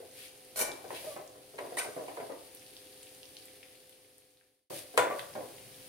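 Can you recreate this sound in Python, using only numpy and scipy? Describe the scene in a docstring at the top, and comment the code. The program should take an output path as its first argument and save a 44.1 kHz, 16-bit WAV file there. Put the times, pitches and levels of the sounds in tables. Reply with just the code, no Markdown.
"""Rice frying in a metal pan on a gas stove is turned with a steel ladle, in a small tiled kitchen.
First the ladle knocks, scrapes and squeaks: impacts excite damped modes, rubbing feeds them, stick-slip sings.
Throughout, bursting bubbles and droplets sizzle and spit as filtered noise, and the flame rumbles and hums.
The ladle then rests and the sound fades out; it cuts back in for more stirring, one hard clank,
two clinks of the handle on the rim and a few last soft knocks."""
import sys
import numpy as np
from scipy import signal
from scipy.fft import rfft, irfft
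from scipy.io import wavfile
from scipy.ndimage import uniform_filter1d

SR = 44100
rng = np.random.default_rng(int(sys.argv[2]) if len(sys.argv) > 2 else 0)


def to_wav(s):
    """Save 16-bit WAV."""
    ch = np.atleast_2d(s).T  # columns
    pcm = np.round(np.clip(ch, -1, 1) * 32767)  # PCM
    wavfile.write(sys.argv[1], SR, pcm.astype(np.int16))


N = 259308
TIME = np.arange(N) / SR
RING = np.arange(SR // 2) / SR  # time axis of one short event [s]

# ladle meets pan, softer where rice cushions the blow: (time [s], level [dB], hardness [Hz])
KNOCKS = [(.001, -44.5, 720), (.601, -36, 1524), (.69, -42, 965), (0.842, -44, 1060), (.905, -36, 1730),
          (1.043, -43.5, 870), (1.163, -40.5, 1145), (1.355, -54, 1050), (1.539, -49.5, 463),
          (1.587, -37, 2610), (1.605, -41, 800), (1.65, -42.5, 930), (1.721, -39.5, 920),
          (1.771, -36, 2000), (1.849, -40.5, 775), (1.964, -36.5, 818), (1.979, -39.5, 700),
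          (1.994, -42.5, 735), (2.082, -39.5, 1380), (2.172, -38.5, 1320), (2.2, -40.5, 960),
          (2.221, -49.5, 645), (2.295, -39, 820), (4.705, -41, 525), (4.939, -44.5, 900),
          (4.976, -17, 3900), (5.023, -30, 2000), (5.101, -33.5, 1380), (5.353, -37.5, 795),
          (5.366, -44, 640), (5.402, -42.5, 713), (5.429, -52, 524)]
# first arrivals of a blow, from the pan floor, its walls and the counter: (delay [s], gain [1])
FIRST_ARRIVALS = [(0, -0.99), (.0009, -1.4), (.0015, 1), (.0035, 1)]
# the pan's dense ring: (frequency [Hz], density [dB per Hz])
PAN_BODY = [(60, -48.5), (120, -17.5), (200, -20.5), (275, -7), (380, -2.5), (520, -0.5), (680, 0.5),
            (860, -6), (1050, -6.5), (1350, -13.5), (2000, -7.5), (3200, -13.5), (5500, -18), (9000, -2.5),
            (15000, -15.5)]
# how long the pan's dense ring and the room's tail last: (frequency [Hz], t60 [s])
RING_DECAY = [(150, 0.38), (550, 0.59), (1200, 0.68), (3400, 0.29), (4800, 0.35), (7000, 0.32),
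              (15000, 0.11)]
# the pan's clear modes: (frequency [Hz], level [dB], t60 [s], phase lead of the left microphone [rad])
PAN_MODES = [(355, -15, .4, 0.5), (420, -8, .35, -1), (490, -3, 0.35, -1), (594, -6, 0.35, 1),
             (652, -8, .35, .5), (821, -7, 0.3, -1.8), (992, 5.5, 0.33, -1.4), (1094, -4, 0.3, -2.2),
             (1335, -3, 0.2, 2.8), (1405, -6, .25, -2.6), (1444, -4, 0.26, -2.6), (1504, -3, 0.25, -1.6),
             (1843, -8, 0.2, -1.8), (2212, -8, 0.15, -1)]
# the edge chatters on after a blow: (time [s], length [s], level [dB], hardness [Hz])
CHATTERS = [(1.178, 0.039, -63, 1100), (1.582, .02, -42.5, 3400), (1.775, 0.092, -41, 3200),
            (2.082, 0.021, -56, 2400), (2.168, 0.011, -51, 3600), (2.2, 0.011, -51.5, 2400),
            (2.317, 0.035, -68, 2200), (4.985, 0.073, -47, 2780), (5.11, 0.047, -45, 1900)]
# the ladle's handle clinks on the rim: (time [s], level [dB])
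CLINKS = [(5.1932, -34.5), (5.201, -43)]
# the rim's brief ring: (frequency [Hz], level [dB], t60 [s], phase lead of the left microphone [rad])
RIM_MODES = [(1750, -10, .05, 0), (2640, -4, .08, .5), (3375, 0, .08, -.5), (3560, -6, .06, .5),
             (3984, -4, .08, 0), (4522, -5, .05, .5)]
# the hard tick at the rim: (frequency [Hz], density [dB per Hz])
RIM_TICK = [(600, -43), (1500, -2), (2900, -7), (3400, 2), (4600, -12), (5300, -28), (8000, -15),
            (9500, -19), (15000, -39)]
# the ladle's edge dragged over bare metal: (time [s], length [s], friction before trim [dB],
# frequency favoured by the point of contact [Hz], freedom of the ladle to ring [dB])
SCRAPES = [(0.559, 0.074, -26.5, 11000, 0), (1.769, 0.036, -28.5, 9000, -3)]
# the rasp of the scrapes: (frequency [Hz], density [dB per Hz])
SCRAPE_COLOUR = [(60, -12), (220, -13.5), (450, 3), (1100, -4), (3000, -5.5), (5000, -3.5), (7500, -3.5),
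                 (9000, 4.5), (11000, -6), (13500, -2.5), (16000, -15)]
# the steel ladle's modes: (frequency [Hz], level [dB], t60 [s], phase lead of the left microphone [rad])
LADLE_MODES = [(1444, 1, .24, 1), (1527, -3, .25, -1), (2326, -2, 0.3, 1), (3068, -8, .2, 1),
               (4199, -9, .18, 0), (4952, -7, .16, -1), (5815, 1, 0.2, 1), (5902, -1.5, .18, -0.5),
               (6612, -3, .17, -1), (7200, -3, .2, 1), (8425, -5, .16, 1), (8613, -4, .17, 1.5),
               (8830, -1, 0.18, -1), (9168, -5, .16, 1.5), (9955, -4, .14, 1), (10338, 1, 0.18, 1),
               (10497, -3, .15, -1), (11423, -1, .16, 1), (12727, -1.5, .16, -0.5)]
# stick-slip tones: (time [s], length [s], pitch [Hz], level [dB], octave level [dB], slide [Hz],
# pitch jitter [share of pitch], ring-on t60 [s])
SQUEAKS = [(0.605, 0.026, 2340, -39.5, -34, 0, 0.003, .22), (0.668, 0.07, 2326, -45, -40, 2, .0005, .46),
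           (1.062, 0.048, 618, -38.5, -23, 7, 0.016, .05), (1.096, 0.047, 583, -46.5, -13.5, -5, .015, .05),
           (1.77, 0.011, 1960, -33, -16, 60, 0.04, .05), (1.781, 0.019, 2150, -35, -10, 380, 0.075, .05),
           (1.799, 0.024, 1520, -39, -41, 3, 0.025, .06), (1.864, 0.024, 1520, -51, -28, 80, 0.05, .1),
           (4.98, 0.06, 494, -33, -1, 1, 0.008, .15), (4.978, 0.03, 1410, -33, -22, 40, 0.04, .25),
           (4.98, .025, 3500, -43, -30, 0, .03, .38), (5.098, 0.035, 575, -39.5, -1.5, 2, 0.014, .11),
           (5.149, 0.043, 569, -41.5, -12, 5, 0.022, .05)]
# the pushed pan rumbles on its grate: (time [s], length [s], level [dB])
RUMBLES = [(0.827, 0.4, -59), (4.694, 0.064, -51), (4.971, 0.01, -41.5), (5.097, 1, -57.5)]
# the rumble of the grate: (frequency [Hz], density [dB per Hz])
RUMBLE_COLOUR = [(30, -26), (70, -20.5), (120, -3), (200, -12), (400, -13), (900, -21.5)]
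# a scoop of rice slides over the pan: (time [s], length [s], peak level [dB])
SLIDES = [(0.155, 0.14, -55), (0.933, 0.054, -45)]
# the rustle of sliding rice: (frequency [Hz], density [dB per Hz])
RUSTLE_COLOUR = [(500, -21), (1600, -6.5), (2500, 8), (4700, -1), (7000, -21.5), (15000, -21)]
# fresh rice lands on hot metal and the frying flares: (time [s], length [s], level before trim [dB])
TOSSES = [(0.096, 0.16, -51.5), (0.87, 0.26, -48), (1.542, 0.71, -58.5), (4.656, 0.14, -47),
          (5.097, 0.13, -54), (5.33, 0.66, -71)]
# the hiss of frying: (frequency [Hz], density [dB per Hz])
SIZZLE_COLOUR = [(530, -44), (900, -12.5), (1100, -14.5), (1720, -1), (2070, -1), (2330, 1), (3860, 1.5),
                 (4680, 1.5), (5750, -2), (7680, -4.5), (9200, 5.5), (12300, -0.5), (15200, -5.5),
                 (16000, -7)]
# large droplets of water and oil burst: (time [s], level before trim [dB], centre frequency [Hz])
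SPITS = [(0.717, -40.5, 3960), (1.277, -51, 5370), (2.549, -43, 12000), (2.665, -52, 3500),
         (2.767, -45, 3750), (2.871, -56, 3320), (3.029, -52, 3460), (3.031, -46.5, 9100),
         (3.0695, -51, 3140), (3.231, -46.5, 3770), (3.2552, -54, 3560), (3.368, -43, 3680),
         (3.4554, -46, 10300), (3.6299, -45.5, 2100), (3.685, -58, 3012), (3.895, -46.5, 10400),
         (3.929, -56, 3600), (4.182, -44, 9700), (4.372, -51, 3550), (4.411, -50, 1980), (5.338, -51, 4110),
         (5.583, -52, 2640)]
# the rumble of the flame: (frequency [Hz], density [dB per Hz])
FLAME_COLOUR = [(25, -15.5), (50, -11), (115, 0.5), (190, -7.5), (300, 1), (410, 2), (600, -4), (760, -4.5),
                (950, -9.5), (1400, -14.5), (3000, -48)]
# pan resonances kept ringing by the flame: (frequency [Hz], width [Hz], level [dB])
HUM = [(283, 13, -74.5), (408, 8.7, -70.5), (515, 2.9, -62.5), (746, 10.6, -75.5)]
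# likeness of the two microphones, held within -1 and 1: (frequency [Hz], left-right likeness [1])
LIKENESS = [(60, 1.17), (280, 0.57), (550, .5), (1000, -0.16), (1400, 0.22), (2000, 0.82), (4000, 0.25),
            (9000, 0)]
# balance of the two microphones: (frequency [Hz], left minus right [dB])
BALANCE = [(100, 6), (270, -1), (520, 0.5), (1000, 1.5), (4000, 0), (9000, 1.5), (14000, 3)]

RIGHT_LEADS_S = .00018  # the left sound of a blow lags by this, that of a squeak by half of it
JUDDER_S, JUDDER_LAW = 0.0082, 1.7  # drag time up to 1 kHz hardness; harder blows let go sooner
REBOUND_S, REBOUND_DB, REBOUND_DULLING = .021, -7, 0.45  # a second landing, softer and duller
REBOUND_LOSS_DB = 5  # a harder blow leaves less of itself to the second landing
CRACK_RISE_DB = 3  # extra crack of a harder blow
PRESSED_DB_PER_S = 495  # a chattering edge stays on the pan and damps it
CATCH_DB, CATCH_S = -8, 0.002  # the edge catches sharply as it lands
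BITE_DB, PRESS_SHARE, EASE_DB = -11.5, 0.71, -14.5  # bite, share of length at the hardest press, ease
SKID_DB, SKID_DB_PER_S = -15.5, 105  # the lifted edge skids on and dies away
RUMBLE_RELEASE_S = 0.065
SIMMER_DB = -58.5  # the frying of rice left alone, before trim
FLARE_RISE_S, FLARE_FALL_S = 0.089, 0.046
DAMP_DB, DRYING_S = -12.5, 7.8  # part of each flare lingers while the turned rice dries
LULL_S, LULL_WIDTH_S, LULL_DB = 1.35, 0.22, -4  # frying sinks while rice is pushed off the hot spot
SMALL_SPITS_PER_S = 11  # roughly
SMALL_SPIT_DB, SMALL_SPIT_SPREAD_DB = -56, 3  # before trim
SMALL_SPIT_HZ, SMALL_SPIT_OCTAVES = 4800, 1
FLAME_DB = -63
FADE_START_S, FADE_END_S, FADE_POWER, CUT_IN_S = 3.42, 4.7, 1.06, 4.701
EDGE_HZ = 15900  # upper band limit


def knocks(slips_per_s=800, slip_size=0.89):
    """Impact excitation: each blow strikes the pan once, then judders in brief, dying slips."""
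    out = np.zeros((2, N))
    for s, db, hard_hz in contacts():
        drag_s = JUDDER_S * np.exp(-JUDDER_LAW * max(np.log(hard_hz / 1000), 0))
        slips = rng.choice([-1, 1], len(RING)) * (rng.random(len(RING)) < slips_per_s / SR)
        shortness = min(drag_s / 0.0094, 1)  # a shorter drag slips more weakly
        judder = slip_size * shortness * slips * np.exp(-RING / drag_s)
        judder[0] = 1  # the first contact is the firmest
        add(out, s, peaked(convolve(pan(hard_hz), judder), db, size=300))
    return out


def contacts():
    """Rebound: every knock is followed by a second landing, as (time [s], level [dB], hardness [Hz])."""
    for s, db, hard_hz in KNOCKS:
        yield s, db, hard_hz
        loss_db = REBOUND_LOSS_DB * max(np.log(hard_hz / 1000), 0)
        yield s + REBOUND_S, db + REBOUND_DB - loss_db, hard_hz * REBOUND_DULLING


def pan(hard_hz, crack_db=-8, modes_db=-44, ring_rise_db=4, bass_share=0.125, early_db=-2, early_s=0.028):
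    """Impulse response of the pan: a crack, a dense ring and clear modes, dulled by a longer contact."""
    crack = np.zeros((2, len(RING)))
    for s, gain in FIRST_ARRIVALS:
        add(crack[:1], s + RIGHT_LEADS_S, np.array([[gain]]))
        add(crack[1:], s, np.array([[gain]]))
    bare = np.log(hard_hz / 1000)  # bare metal cracks harder and rings more clearly
    early = 1 + amp(early_db) * np.exp(-RING / early_s)  # strong first swings, then the rice soaks them up
    dense = early * tail(RING_DECAY)
    blow = colour(dense + amp(crack_db + CRACK_RISE_DB * bare) * crack, PAN_BODY)
    blow += amp(modes_db + ring_rise_db * bare) * ring(PAN_MODES)
    soft = np.exp(-2 * np.pi * hard_hz / SR)  # a longer contact leaves less treble
    blow = signal.lfilter([1], np.poly([soft, soft]), blow)
    # a sharp blow barely moves the whole pan
    return signal.lfilter(*signal.butter(2, bass_share * hard_hz, "high", fs=SR), blow)


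def ring(modes):
    """Modal superposition: damped sines, each reaching the two microphones with its own lag."""
    hz, db, t60, lead = np.transpose(modes)[:, :, None]
    angle = 2 * np.pi * (hz * RING + rng.random(hz.shape))
    dying = amp(db - 60 * RING / t60)
    return np.array([(dying * np.sin(angle + side * lead)).sum(0) for side in (.5, -.5)])


def chatters(skips_per_s=260, spread_db=4, loosen_db=-8, top_hz=4200, lowest_hz=1400):
    """Repeated impact: the edge skips over crusted metal in a quick, uneven run of weakening taps."""
    out = np.zeros((2, N))
    band = signal.butter(2, [lowest_hz, top_hz], "band", fs=SR)
    for s, length, db, hard_hz in CHATTERS:
        chance, size = rng.random(len(RING)), rng.standard_normal(len(RING))
        happens = (chance < skips_per_s / SR) * (RING < length)
        taps = happens * np.sign(size) * amp(spread_db * abs(size) + loosen_db * RING / length)
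        taps[0] = 1
        pressed = pan(hard_hz) * amp(-PRESSED_DB_PER_S * RING)
        run = signal.lfilter(*band, convolve(pressed, taps))
        add(out, s, peaked(run, db, size=300))
    return out


def clinks(tick_s=0.0018, ring_db=-19, wet_db=-5):
    """Hard impact: the handle taps the rim and bounces, each time a tick and a short, bright modal ring."""
    out = np.zeros((2, N))
    for s, db in CLINKS:
        tick = colour(diffuse(len(RING)) * np.exp(-RING / tick_s), RIM_TICK)
        clink = kitchen(tick + amp(ring_db) * ring(RIM_MODES), wet_db)
        add(out, s, peaked(clink, db, size=100))
    return out


def scrapes(slips_per_s=3000, grit_db=4, ladle_db=-17, steel_t60=0.02,
            focus_db=-3, focus_octaves=0.095, trim_db=-1.5):
    """Friction noise: a rush of tiny slips rasps through the steel and sets the ladle's modes ringing."""
    out, rubbing = np.zeros((2, N)), np.zeros(N)
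    for s, length, db, focus_hz, free_db in SCRAPES:
        sizes = rng.standard_normal(N) * amp(grit_db * rng.standard_normal(N))
        slips = evened(sizes * (rng.random(N) < slips_per_s / SR))
        focus = signal.lfilter(*around(focus_hz, focus_octaves, order=1), slips)
        drive = stroke(s, length, db) * (slips + amp(focus_db) * focus)
        steel = diffuse(len(RING)) * amp(-60 * RING / steel_t60)
        rasp = convolve(colour(drive, SCRAPE_COLOUR), steel / np.linalg.norm(steel[0]))
        out += amp(trim_db) * kitchen(rasp, wet_db=-2.0)
        rubbing += amp(free_db) * drive
    return out + amp(ladle_db) * rung(rubbing, LADLE_MODES)


def stroke(s, length, db):
    """Friction follows the pressing force over one scrape: catch, bite, press, ease, skid."""
    press_db = np.interp((TIME - s) / length, [0, PRESS_SHARE, 1], [BITE_DB, 0, EASE_DB])
    skid_db = SKID_DB - SKID_DB_PER_S * since(s + length)
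    catch = amp(CATCH_DB) * np.exp(-since(s) / CATCH_S)
    return (TIME >= s) * amp(db) * (catch + amp(np.where(TIME < s + length, press_db, skid_db)))


def rung(drive, modes):
    """Random excitation: each mode stores the drive's energy and loses it at its own speed; phase wanders."""
    out = np.zeros((2, N))
    for hz, db, t60, lead in modes:
        keep = amp(-60 / (t60 * SR)) ** 2  # share of energy left after one sample
        energy = signal.lfilter([1 - keep], [1, -keep], drive ** 2 + 1e-20)
        strength = amp(db) * np.sqrt(energy)
        angle = np.cumsum(2 * np.pi * hz / SR + np.sqrt(1 - keep) * rng.standard_normal(N))
        out += strength * np.sin([angle + lead / 2, angle - lead / 2])
    return out


def squeaks(flutter_db=2, lock_s=0.025, lowest_hz=250):
    """Stick-slip oscillation: a brief tone slides and rings on; uneven grip smears it into a screech."""
    out = np.zeros((2, N))
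    for s, length, hz, db, octave_db, slide_hz, jitter, t60 in SQUEAKS:
        wobble = evened(uniform_filter1d(rng.standard_normal(len(RING)), size=50))
        grip = evened(uniform_filter1d(rng.standard_normal(len(RING)), size=200))
        grip *= min(lock_s / length, 1)  # a longer squeak flutters less
        along = np.minimum(RING / length, 1)
        angle = 2 * np.pi * np.cumsum(hz * (1 + jitter * wobble) + slide_hz * along) / SR
        # the swell never falls faster than the ring-on allows
        fall = np.log(1000) * RING / t60
        swell = np.exp(np.maximum.accumulate(np.log(np.sin(np.pi * along) + 1e-9) + fall) - fall)
        wave = np.sin(angle) + amp(octave_db) * np.sin(2 * angle)
        tone = np.sqrt(2) * amp(db + flutter_db * grip) * swell * wave
        add(out[:1], s + RIGHT_LEADS_S / 2, tone[None])
        add(out[1:], s, tone[None])
    return kitchen(signal.lfilter(*signal.butter(2, lowest_hz, "high", fs=SR), out), wet_db=-9)


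def grate():
    """Forced vibration: the pan rumbles on its grate while the ladle pushes it, then dies away."""
    push = np.zeros(N)
    for s, length, db in RUMBLES:
        push += (TIME >= s) * amp(db) * np.exp(-since(s + length) / RUMBLE_RELEASE_S)
    return push * evened(colour(diffuse(N), RUMBLE_COLOUR))


def rustle(grains_per_s=2500, wet_db=-2):
    """Granular impact noise: sliding rice ticks on the metal, swelling and ebbing with each scoop."""
    speed = np.zeros(N)
    for s, length, db in SLIDES:
        speed += amp(db) * np.sin(np.pi * np.minimum(since(s) / length, 1))
    grains = rng.standard_normal((2, N)) * (rng.random(N) < grains_per_s / SR)
    return kitchen(speed * evened(colour(grains, RUSTLE_COLOUR)), wet_db)


def sizzle(bubbles_per_s=1500, spread_db=4, crackle_db=-4, trim_db=1):
    """Superposed random pulses: tiny steam bubbles merge into a hiss, larger ones crackle through it."""
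    sizes = amp(spread_db * np.minimum(rng.exponential(1, N), 4)) * (rng.random(N) < bubbles_per_s / SR)
    crackle = evened(kitchen(sizes * rng.standard_normal((2, N)), wet_db=-1))
    frying = evened(colour(diffuse(N) + amp(crackle_db) * crackle, SIZZLE_COLOUR))
    # independent sources add in power
    strength = np.sqrt(amp(SIMMER_DB) ** 2 + sum(flare(*row) ** 2 for row in TOSSES))
    lull_db = LULL_DB * np.exp(-((TIME - LULL_S) / LULL_WIDTH_S) ** 2)
    return amp(trim_db + lull_db) * strength * frying


def flare(s, length, db):
    """Two-rate decay: the frying of one toss swells, holds, drops back and slowly dries."""
    after = since(s + length)
    fall = np.maximum(np.exp(-after / FLARE_FALL_S), amp(DAMP_DB) * np.exp(-after / DRYING_S))
    return amp(db) * np.minimum(since(s) / FLARE_RISE_S, 1) * fall


def spits(burst_s=0.0006, width_octaves=0.9, trim_db=2):
    """Transient radiation: single droplets burst with a short tick of band-limited noise."""
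    out = np.zeros((2, N))
    for s, db, hz in SPITS + small_spits():
        burst = kitchen(diffuse(len(RING)) * np.exp(-RING / burst_s), wet_db=-2)
        tick = signal.lfilter(*around(hz, width_octaves, order=3), burst)
        add(out, s, peaked(tick, db + trim_db, size=100))
    return out


def small_spits():
    """Random process: droplets burst by chance, as (time [s], level before trim [dB], centre [Hz])."""
    draws = rng.uniform(-1.1, 1, (round(SMALL_SPITS_PER_S * N / SR), 3))
    return [(abs(when) * N / SR,
             SMALL_SPIT_DB + SMALL_SPIT_SPREAD_DB * size,
             SMALL_SPIT_HZ * 2 ** (SMALL_SPIT_OCTAVES * pitch)) for when, size, pitch in draws]


def burner(waver=0.09):
    """Turbulent noise and sustained resonance: the flame rumbles and keeps the pan humming."""
    out = amp(FLAME_DB) * evened(colour(diffuse(N), FLAME_COLOUR))
    offset = np.fft.fftfreq(N, 1 / SR)
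    for hz, width, db in HUM:
        slow = np.fft.fft(rng.standard_normal(N)) * np.exp(-(offset / width) ** 2)
        drift = evened(np.fft.ifft(slow).real)
        detune_hz = width * np.roll(drift, SR) / 2  # shifted by 1 s, so pitch and level wander apart
        angle = 2 * np.pi * np.cumsum(hz + detune_hz) / SR
        out += np.sqrt(2) * amp(db) * (1 + waver * drift) * np.sin(angle)
    return out


def kitchen(x, wet_db):
    """Reverberation: direct sound plus the tiled room's tail, weighted to keep the power."""
    return (x + amp(wet_db) * convolve(x, tail(RING_DECAY))) / np.hypot(1, amp(wet_db))


def tail(decay):
    """Frequency-dependent absorption: dense reflections, each band dying at its own speed; unit energy."""
    hz, t, z = signal.stft(diffuse(len(RING)), SR, nperseg=256)
    dying = z * amp(-60 * t / read(decay, hz)[:, None])
    out = signal.istft(dying, SR, nperseg=256)[1][:, :len(RING)]
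    return evened(out) / np.sqrt(len(RING))


def diffuse(size):
    """Spatial coherence of a diffuse field: white noise in two microphones, alike as LIKENESS says."""
    a, b = rfft(rng.standard_normal((2, size)))
    same = np.clip(read(LIKENESS, np.fft.rfftfreq(size, 1 / SR)), -1, 1)
    return irfft(np.array([a, same * a + np.sqrt(1 - same ** 2) * b]), size)


def colour(x, spectrum, size=4096):
    """Minimum-phase filtering: a causal response of unit energy shaped like the given spectrum."""
    log_gain = np.log(amp(read(spectrum, abs(np.fft.fftfreq(size, 1 / SR)))))
    taps = np.fft.ifft(np.exp(np.conj(signal.hilbert(log_gain)))).real[:size // 2]
    return convolve(x, taps / np.linalg.norm(taps))


def around(hz, octaves, order):
    """Constant relative bandwidth: a band-pass filter centred on hz in octaves."""
    band = np.clip(hz * 2 ** (np.array([-.5, .5]) * octaves), 1, SR / 2 - 1)
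    return signal.butter(order, band, "band", fs=SR)


def convolve(x, response):
    """Linear superposition: convolves along time and keeps the length."""
    return signal.fftconvolve(np.atleast_2d(x), np.atleast_2d(response), axes=1)[:, :x.shape[-1]]


def peaked(x, db, size):
    """Short-time level: scales a blow so that its loudest stretch of `size` samples has the given rms."""
    return x * amp(db) / np.sqrt(uniform_filter1d((x ** 2).mean(0), size).max())


def evened(x):
    """Normalization: scales to an rms of one."""
    return x / np.sqrt(np.mean(x ** 2) + 1e-20)


def amp(db):
    """Logarithmic level: decibels to gain."""
    return 10 ** (np.asarray(db) / 20)


def read(points, hz):
    """Logarithmic frequency: interpolates a table on a log-frequency axis."""
    f, value = np.transpose(points)
    return np.interp(np.log(hz + 1), np.log(f + 1), value)


def since(s):
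    """Elapsed time: seconds gone by since time s, zero before it."""
    return np.maximum(TIME - s, 0)


def add(mix, s, sound):
    """Superposition: mixes a sound in at time s, in place."""
    part = mix[:, max(round(s * SR), 0):][:, :sound.shape[1]]
    part += sound[:, :part.shape[1]]


def scene():
    """Superposition of ladle, rice and stove."""
    ladle = knocks() + chatters() + clinks() + scrapes() + squeaks()
    return ladle + grate() + rustle() + sizzle() + spits() + burner()


def fade():
    """Gain envelope: slides to silence and jumps back, the jump smoothed over 256 samples."""
    left = np.clip((FADE_END_S - TIME) / (FADE_END_S - FADE_START_S), 0, 1)
    return uniform_filter1d(np.where(TIME < CUT_IN_S, left ** FADE_POWER, 1), size=256)


def record(dry):
    """Linear transfer: the two microphones' balance, the fade and cut-in, and the band limit."""
    lean_db = read(BALANCE, np.fft.rfftfreq(N, 1 / SR)) / 2
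    heard = irfft(rfft(dry) * amp([lean_db, -lean_db]), N) * fade()
    low_pass = signal.firwin(511, EDGE_HZ, window=("kaiser", 9), fs=SR)
    return signal.oaconvolve(heard, low_pass[None], "same")


dry = scene()
out = record(dry)
to_wav(out)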